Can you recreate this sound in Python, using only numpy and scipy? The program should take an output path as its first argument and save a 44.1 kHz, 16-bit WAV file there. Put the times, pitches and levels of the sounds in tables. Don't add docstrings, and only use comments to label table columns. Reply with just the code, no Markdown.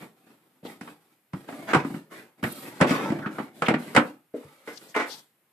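import sys
import numpy as np
from scipy import signal
from scipy.fft import rfft, irfft, next_fast_len
from scipy.io import wavfile
from scipy.ndimage import uniform_filter1d, map_coordinates

SR = 44100
rng = np.random.default_rng(int(sys.argv[2]) if len(sys.argv) > 2 else 0)


def store_pcm(level_fs):
    pcm = np.round(np.clip(level_fs, -1, 1) * 32767).astype(np.int16)
    wavfile.write(sys.argv[1], SR, np.atleast_2d(pcm).T)


N = 243793
RING = np.arange(SR // 2) / SR
SIDES = np.array([[1], [-1]]) / 2


def amp(db):
    return 10 ** (np.asarray(db) / 20)


def unit(x):
    return x / np.sqrt(np.mean(x ** 2) + 1e-20)


def burst(x):
    return x / np.sqrt(np.mean(np.sum(x ** 2, axis=-1)) / (SR * .02))


def along(points, hz):
    freqs, values = np.transpose(points)
    return np.interp(np.log(hz + 1), np.log(freqs), values)


def wobble(rate):
    knots = rng.standard_normal(int(N * rate / SR) + 4)
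    return map_coordinates(knots, [np.arange(N) * rate / SR])


def filtered(x, response):
    n = x.shape[-1]
    size = next_fast_len(n + 8192, True)
    return irfft(rfft(x, size) * response(np.fft.rfftfreq(size, 1 / SR)), size)[..., :n]


def add(track, at, sound):
    part = track[:, max(round(at * SR), 0):][:, :len(RING)]
    part += sound[..., :part.shape[1]]


def spread(pair):
    # (frequency [Hz], correlation [0-1])
    likeness = [(35, 0.34), (80, 0.36), (150, 1), (450, 0.9), (1000, .66), (1900, .3), (3500, .22),
                (9000, 0.11)]
    turn = lambda hz: np.arccos(np.clip(along(likeness, hz), -1, 1)) / 2
    mid, side = filtered(pair, lambda hz: np.array([np.cos(turn(hz)), np.sin(turn(hz))]))
    return np.array([mid + side, mid - side])


def room_tone():
    # (frequency [Hz], relative level [dB])
    air = [(25, -19), (70, -15.5), (130, 0.5), (300, -2.5),
           (700, -7), (2000, -7), (6000, -20), (13000, -8.5)]
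    noise = spread(rng.standard_normal((2, N)))
    return amp(-68) * unit(filtered(noise, lambda hz: amp(along(air, hz))))


def room_echo(x, gap_s):
    # (frequency [Hz], t60 [s])
    decay = [(120, 0.18), (280, 0.3), (700, 0.25), (1800, 0.19), (5000, 0.11), (12000, 0.14)]
    out, step = np.zeros((2, N + 2 * SR)), SR // 4
    for start in range(0, N, step):
        hz, t, noise = signal.stft(rng.standard_normal((2, SR // 2)), SR, nperseg=256)
        fade = amp(-60 * t / along(decay, hz)[:, None])
        tail = spread(signal.istft(noise * fade, SR, nperseg=256)[1])
        echo = signal.fftconvolve(x[:, start:start + step], tail / np.linalg.norm(tail[0]), axes=1)
        out[:, start + round(gap_s * SR):][:, :echo.shape[1]] += echo
    return out[:, :N]


def scuffs():
    # (peak time [s], half length [s], level [dB], band centre [Hz], left minus right [dB])
    touches = [(0.665, 0.0115, -48, 3330, -1.5), (1.687, .003, -35.5, 1255, -4.5),
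               (1.712, 0.017, -33, 1520, -3), (2.44, 0.0065, -43.5, 12500, -3.5),
               (2.48, .022, -50, 12300, -4.5), (2.525, .004, -37, 12100, -7.5),
               (2.62, 0.053, -51.5, 13300, -9.5), (3.668, 0.0045, -27, 2500, -2),
               (4.778, 0.0037, -44.5, 4390, 14), (4.765, 0.021, -55.5, 5260, 9),
               (4.902, .014, -56, 5700, 5.5), (4.95, 0.0033, -31.5, 1920, 1), (5.125, 0.021, -41, 4320, 10),
               (5.186, 0.016, -55.5, 4930, 12)]
    out, t = np.zeros((2, N)), RING - RING.mean()
    for at, half, db, centre_hz, pan_db in touches:
        band = lambda hz: np.exp(-(np.log((hz + 1) / centre_hz) / 0.36) ** 2) + 0.023
        hiss = unit(filtered(spread(rng.standard_normal((2, len(t)))), band))
        swell = np.exp(-(t / half) ** 2 / 2)
        add(out, at + t[0], amp(db + SIDES * pan_db) * swell * hiss)
    return out


def stroke(at, length, attack_s, release_db_per_s):
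    sag_db_per_s = 16.5
    age = np.maximum(np.arange(N) / SR - at, 0)
    rise = np.sin(np.pi / 2 * np.minimum(age / attack_s, 1)) ** 2
    return rise * amp(-sag_db_per_s * age - release_db_per_s * np.maximum(age - length, 0))


def squeak():
    pitch_hz = 1456 * (1 + .14 * wobble(1100))
    phase = 2 * np.pi * np.cumsum(pitch_hz) / SR
    swell = stroke(at=3.207, length=.068, attack_s=0.035, release_db_per_s=1500)
    return swell * amp(-37.5 + 3.2 * wobble(300)) * unit(np.sin(phase))


def card(spectrum, force=1):
    # (frequency [Hz], width [Hz], lift [dB])
    hollow = [(280, 50, 0.5), (554, 50, 1), (770, 11, 9), (884, 70, 3), (1090, 49, 0), (1313, 25, 4),
              (1475, 28, 4), (1590, 12, 3), (1970, 76, 2.5), (2120, 45, 2), (2263, 60, 4.5),
              (2450, 35, 4.5), (2564, 90, 3.5), (2820, 42, 3.5), (3130, 230, 1.5)]
    lift = lambda hz: sum(db / (1 + (2 * (hz - centre) / width) ** 2) for centre, width, db in hollow)
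    contact = spread(force * rng.standard_normal((2, N)))
    return unit(filtered(contact, lambda hz: amp(along(spectrum, hz) + lift(hz))))


def wandering(x, depth_db):
    spectra = signal.stft(x, nperseg=1024)[2]
    patches = uniform_filter1d(rng.standard_normal(spectra.shape[1:]), size=3, axis=0)
    patches = uniform_filter1d(patches, size=9, axis=1)
    return unit(signal.istft(spectra * amp(depth_db * unit(patches)), nperseg=1024)[1][:, :N])


def sliding():
    # (time [s], length [s], rumble [dB], scrape [dB], hiss [dB])
    pushes = [(-0.03, 0.053, -46, -53, -61), (0.14, .46, -66.5, -70, -77.5),
              (0.242, .08, -61.5, -63.5, -76.5), (0.625, 0.093, -47, -52.5, -60),
              (0.797, 0.11, -50.5, -56, -63), (0.981, 0.16, -71, -72, -77), (1.317, 0.12, -53, -57, -66),
              (1.459, .21, -44.5, -51.5, -60.5), (1.657, .13, -38, -35, -61.5),
              (1.825, 0.14, -41.5, -51, -59.5), (2.092, .11, -49.5, -47.5, -61),
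              (2.359, 0.035, -56, -65, -73.5), (2.421, 0.17, -47.5, -53, -52.5),
              (2.568, .13, -44.5, -47, -54.5), (2.724, .08, -50.5, -52, -59.5),
              (2.848, .115, -29.5, -28.5, -50), (2.981, 0.1, -33, -37, -59.5), (3.112, 0.18, -39, -49, -67),
              (3.293, .15, -45, -49.5, -62.5), (3.523, .1, -52.5, -61, -64),
              (3.612, 0.054, -43.5, -36.5, -61.5), (3.762, .19, -42.5, -47, -57.5),
              (3.985, .1, -45.5, -51, -63), (4.324, .34, -65.5, -59.5, -67.5),
              (4.637, .27, -59, -57, -59.5), (5.046, 0.11, -61, -57, -54.5)]
    # (frequency [Hz], relative level [dB])
    rumble_spectrum = [(25, -22), (60, -28), (100, -12), (150, 0), (230, 1), (320, 2), (420, -4.5),
                       (700, -11.5), (2000, -54)]
    scrape_spectrum = [(120, -23), (450, 2), (700, 0.5), (1300, 0.5), (2100, -2), (3000, -11),
                       (4500, -16.5), (7000, -21), (14000, -41.5)]
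    gloss_spectrum = [(1500, -12), (3500, 3), (5000, -1.5), (6200, -6), (8000, 0.5), (10000, -1),
                      (13000, 0), (14000, -8)]
    power = np.zeros((3, N))
    for at, length, *levels_db in pushes:
        power += np.outer(amp(levels_db), stroke(at, length, attack_s=0.047, release_db_per_s=167.5)) ** 2
    rumble_gain, scrape_gain, hiss_gain = np.sqrt(power)
    catch = wobble(70)
    slips = amp(2.4 * wobble(900) + 1.6 * catch)
    rumble = card(rumble_spectrum, amp(2.6 * catch))
    scrape = wandering(card(scrape_spectrum, slips), depth_db=4)
    fine_slips = amp(1.4 * wobble(1800) + .8 * catch)
    hiss = wandering(card(gloss_spectrum, fine_slips), depth_db=2.5)
    return amp(0.68) * rumble_gain * rumble + amp(3) * scrape_gain * scrape + amp(7) * hiss_gain * hiss


def dying(noise, t60, attack_s):
    start = rng.integers(N - len(RING))
    envelope = amp(-60 * RING / t60) * (1 - np.exp(-RING / attack_s))
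    return burst(noise[:, start:start + len(RING)] * envelope)


def ringing(modes, attack_s, scatter_db, detune):
    ring = 0
    for hz, db, t60 in modes:
        louder, sharper = rng.standard_normal(2)
        envelope = amp(db + scatter_db * louder - 60 * RING / t60)
        ring += envelope * np.sin(2 * np.pi * hz * (1 + detune * sharper) * RING)
    return burst(ring * (1 - np.exp(-(RING / attack_s) ** 2)))


def landings():
    # (time [s], thud [dB], slap [dB])
    drops = [(4.339, -29, -54.5), (4.673, -37, -36.5), (4.948, -46.5, -28.5), (4.96, -24.5, -21.5),
             (4.997, -32, -25), (5.017, -39, -33)]
    # (frequency [Hz], relative level [dB], t60 [s])
    low_modes = [(253, -4, 0.162), (293, 0, 0.16), (358, -9.5, 0.26), (433, 0.5, 0.1), (468.7, 4, 0.1),
                 (553, -6, 0.15), (617, -2, 0.11)]
    stiff_modes = [(688, -1.5, 0.14), (861, 1.5, 0.12), (1081, 3, 0.089), (1225, -7, 0.16),
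                   (1965, -3.5, 0.14), (2080, -2.5, 0.18), (2330, -9.5, 0.23)]
    # (frequency [Hz], relative level [dB])
    slap_spectrum = [(200, -35), (550, 2.5), (850, 0), (1500, 4.5), (2150, 2), (2450, -5), (4000, -13.5),
                     (8000, -20.5), (14000, -33)]
    out, slap = np.zeros((2, N)), card(slap_spectrum)
    for at, thud_db, slap_db in drops:
        add(out, at, amp(thud_db - .5) * ringing(low_modes, attack_s=.004, scatter_db=1.5, detune=.012))
        add(out, at, amp(slap_db - 3) * dying(slap, t60=0.22, attack_s=0.0013))
        add(out, at, amp(slap_db - 5) * ringing(stiff_modes, attack_s=.002, scatter_db=2, detune=.004))
    return out


def thump(hz, cycles):
    age = RING * hz / cycles
    return burst(age ** 2 * np.exp(-2 * age) * np.sin(2 * np.pi * hz * RING))


def struck_spot(blow, spot_hz, lift_db, q):
    b, a = signal.iirpeak(spot_hz, q, fs=SR)
    return burst(blow + (amp(lift_db) - 1) * signal.lfilter(b, a, blow))


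def knocks():
    # (time [s], thump [dB], thump pitch [Hz], clap [dB], spot resonance [Hz], edge crack [dB])
    blows = [(0.023, -46.5, 188, -46.5, 1270, -65), (0.629, -46, 191, -52, 496, -75),
             (0.649, -38.5, 316, -41.5, 497, -59), (0.81, -39.5, 218, -41.5, 1880, -47.5),
             (0.875, -51, 308, -41.5, 1410, -66), (1.333, -29.5, 162, -38, 1200, -53.5),
             (1.487, -43.5, 273, -36, 800, -60.5), (1.524, -40, 258, -42, 1010, -60),
             (1.733, -33.5, 324, -16.5, 1420, -34.5), (1.746, -19, 306, -16, 1130, -32),
             (1.758, -25.5, 140, -24.5, 1010, -44.5), (1.847, -27.5, 251, -36.5, 1180, -52),
             (1.902, -33.5, 250, -45, 790, -63), (1.941, -30.5, 250, -43, 1410, -72),
             (2.428, -26, 237, -33.5, 1500, -45), (2.437, -27.5, 133, -25, 1940, -41.5),
             (2.472, -35, 191, -39, 1290, -53), (2.803, -34, 199.5, -25.5, 1088, -50),
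             (2.811, -15, 187, -15.5, 1640, -27.5), (2.821, -23.5, 148, -17, 497, -50),
             (2.843, -26, 252, -23, 910, -51), (2.906, -18.5, 227, -27.5, 1950, -35),
             (3.101, -24, 221, -36, 1680, -50), (3.12, -26.5, 280, -32, 820, -48),
             (3.188, -33.5, 216, -40, 1100, -57), (3.26, -28.5, 204, -32, 1510, -74),
             (3.384, -39.5, 256, -30.5, 1300, -66), (3.397, -32, 235, -34, 910, -66),
             (3.62, -32, 179, -20.5, 1380, -37.5), (3.683, -19.5, 214, -17.5, 1850, -33.5),
             (3.706, -24, 230, -22.5, 670, -62), (3.739, -22, 263, -24, 1930, -46),
             (3.949, -32.5, 193, -23, 1640, -32), (3.963, -26, 140.8, -12, 2100, -24.5),
             (3.975, -16, 260, -12.5, 1360, -55), (4.444, -49, 125, -74, 704, -63)]
    # (frequency [Hz], relative level [dB], t60 [s])
    panel_modes = [(111, -30, 0.08), (152.4, -3, 0.11), (190.5, -4, .09), (235.6, 1, 0.087),
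                   (274, 7.5, 0.06), (324.4, 2, .1), (366, -9.5, 0.087)]
    # (frequency [Hz], relative level [dB])
    clap_spectrum = [(60, -46.5), (250, -2.5), (450, 3), (700, -2), (1400, -6.5), (2100, -10.5),
                     (3000, -14.5), (4200, -22), (6000, -37), (14000, -64)]
    crack_spectrum = [(1500, -31.5), (3500, 0.5), (5200, 8), (6200, -0.5), (7800, 6), (9000, 2.5),
                      (10500, -5.5), (14000, -16)]
    face = amp(SIDES * -1.3) * card(clap_spectrum)
    edge = amp(SIDES * -2.5) * card(crack_spectrum)
    snap = 1 + amp(3) * np.exp(-RING / .004)
    out = np.zeros((2, N))
    for at, thump_db, thump_hz, clap_db, spot_hz, crack_db in blows:
        clap = dying(face, t60=0.088, attack_s=0.0029)
        clap += amp(-6) * dying(face, t60=0.019, attack_s=0.0011)
        crack = burst(snap * dying(edge, t60=0.11, attack_s=0.00088))
        bending = ringing(panel_modes, attack_s=0.024, scatter_db=6.5, detune=.04)
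        add(out, at, amp(crack_db - 6.5) * crack)
        add(out, at, amp(clap_db - 1.5) * struck_spot(clap, spot_hz, lift_db=10, q=2.1))
        add(out, at + .002, amp(thump_db - 1.5) * thump(thump_hz, cycles=.85))
        add(out, at + .003, amp(thump_db - 7) * bending)
    return out


def scene():
    # (frequency [Hz], left minus right [dB])
    balance = [(200, 0), (500, 2), (1100, -1), (2000, -3), (4000, 3.5), (8000, -2.5), (13000, -2)]
    # (frequency [Hz], lead of the left [rad])
    lead = [(500, -0.097), (1300, 0.48), (1900, 1.4), (2600, 1.2), (3400, -0.67)]
    near = knocks() + sliding() + squeak()
    far = landings()
    box = near + far + room_echo(amp(-11) * near + amp(-7.5) * far, gap_s=.008)
    placement = lambda hz: amp(SIDES * along(balance, hz)) * np.exp(1j * SIDES * along(lead, hz))
    return filtered(box, placement) + scuffs() + room_tone()


def record(dry):
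    low_cut_hz, ceiling, top_hz = 85, .92, 14100
    thin = signal.sosfilt(signal.butter(2, low_cut_hz, "highpass", fs=SR, output="sos"), dry)
    rounded = thin / (1 + np.abs(thin / ceiling) ** 6) ** (1 / 6)
    return filtered(rounded, lambda hz: hz < top_hz)


dry = scene()
out = record(dry)
store_pcm(out)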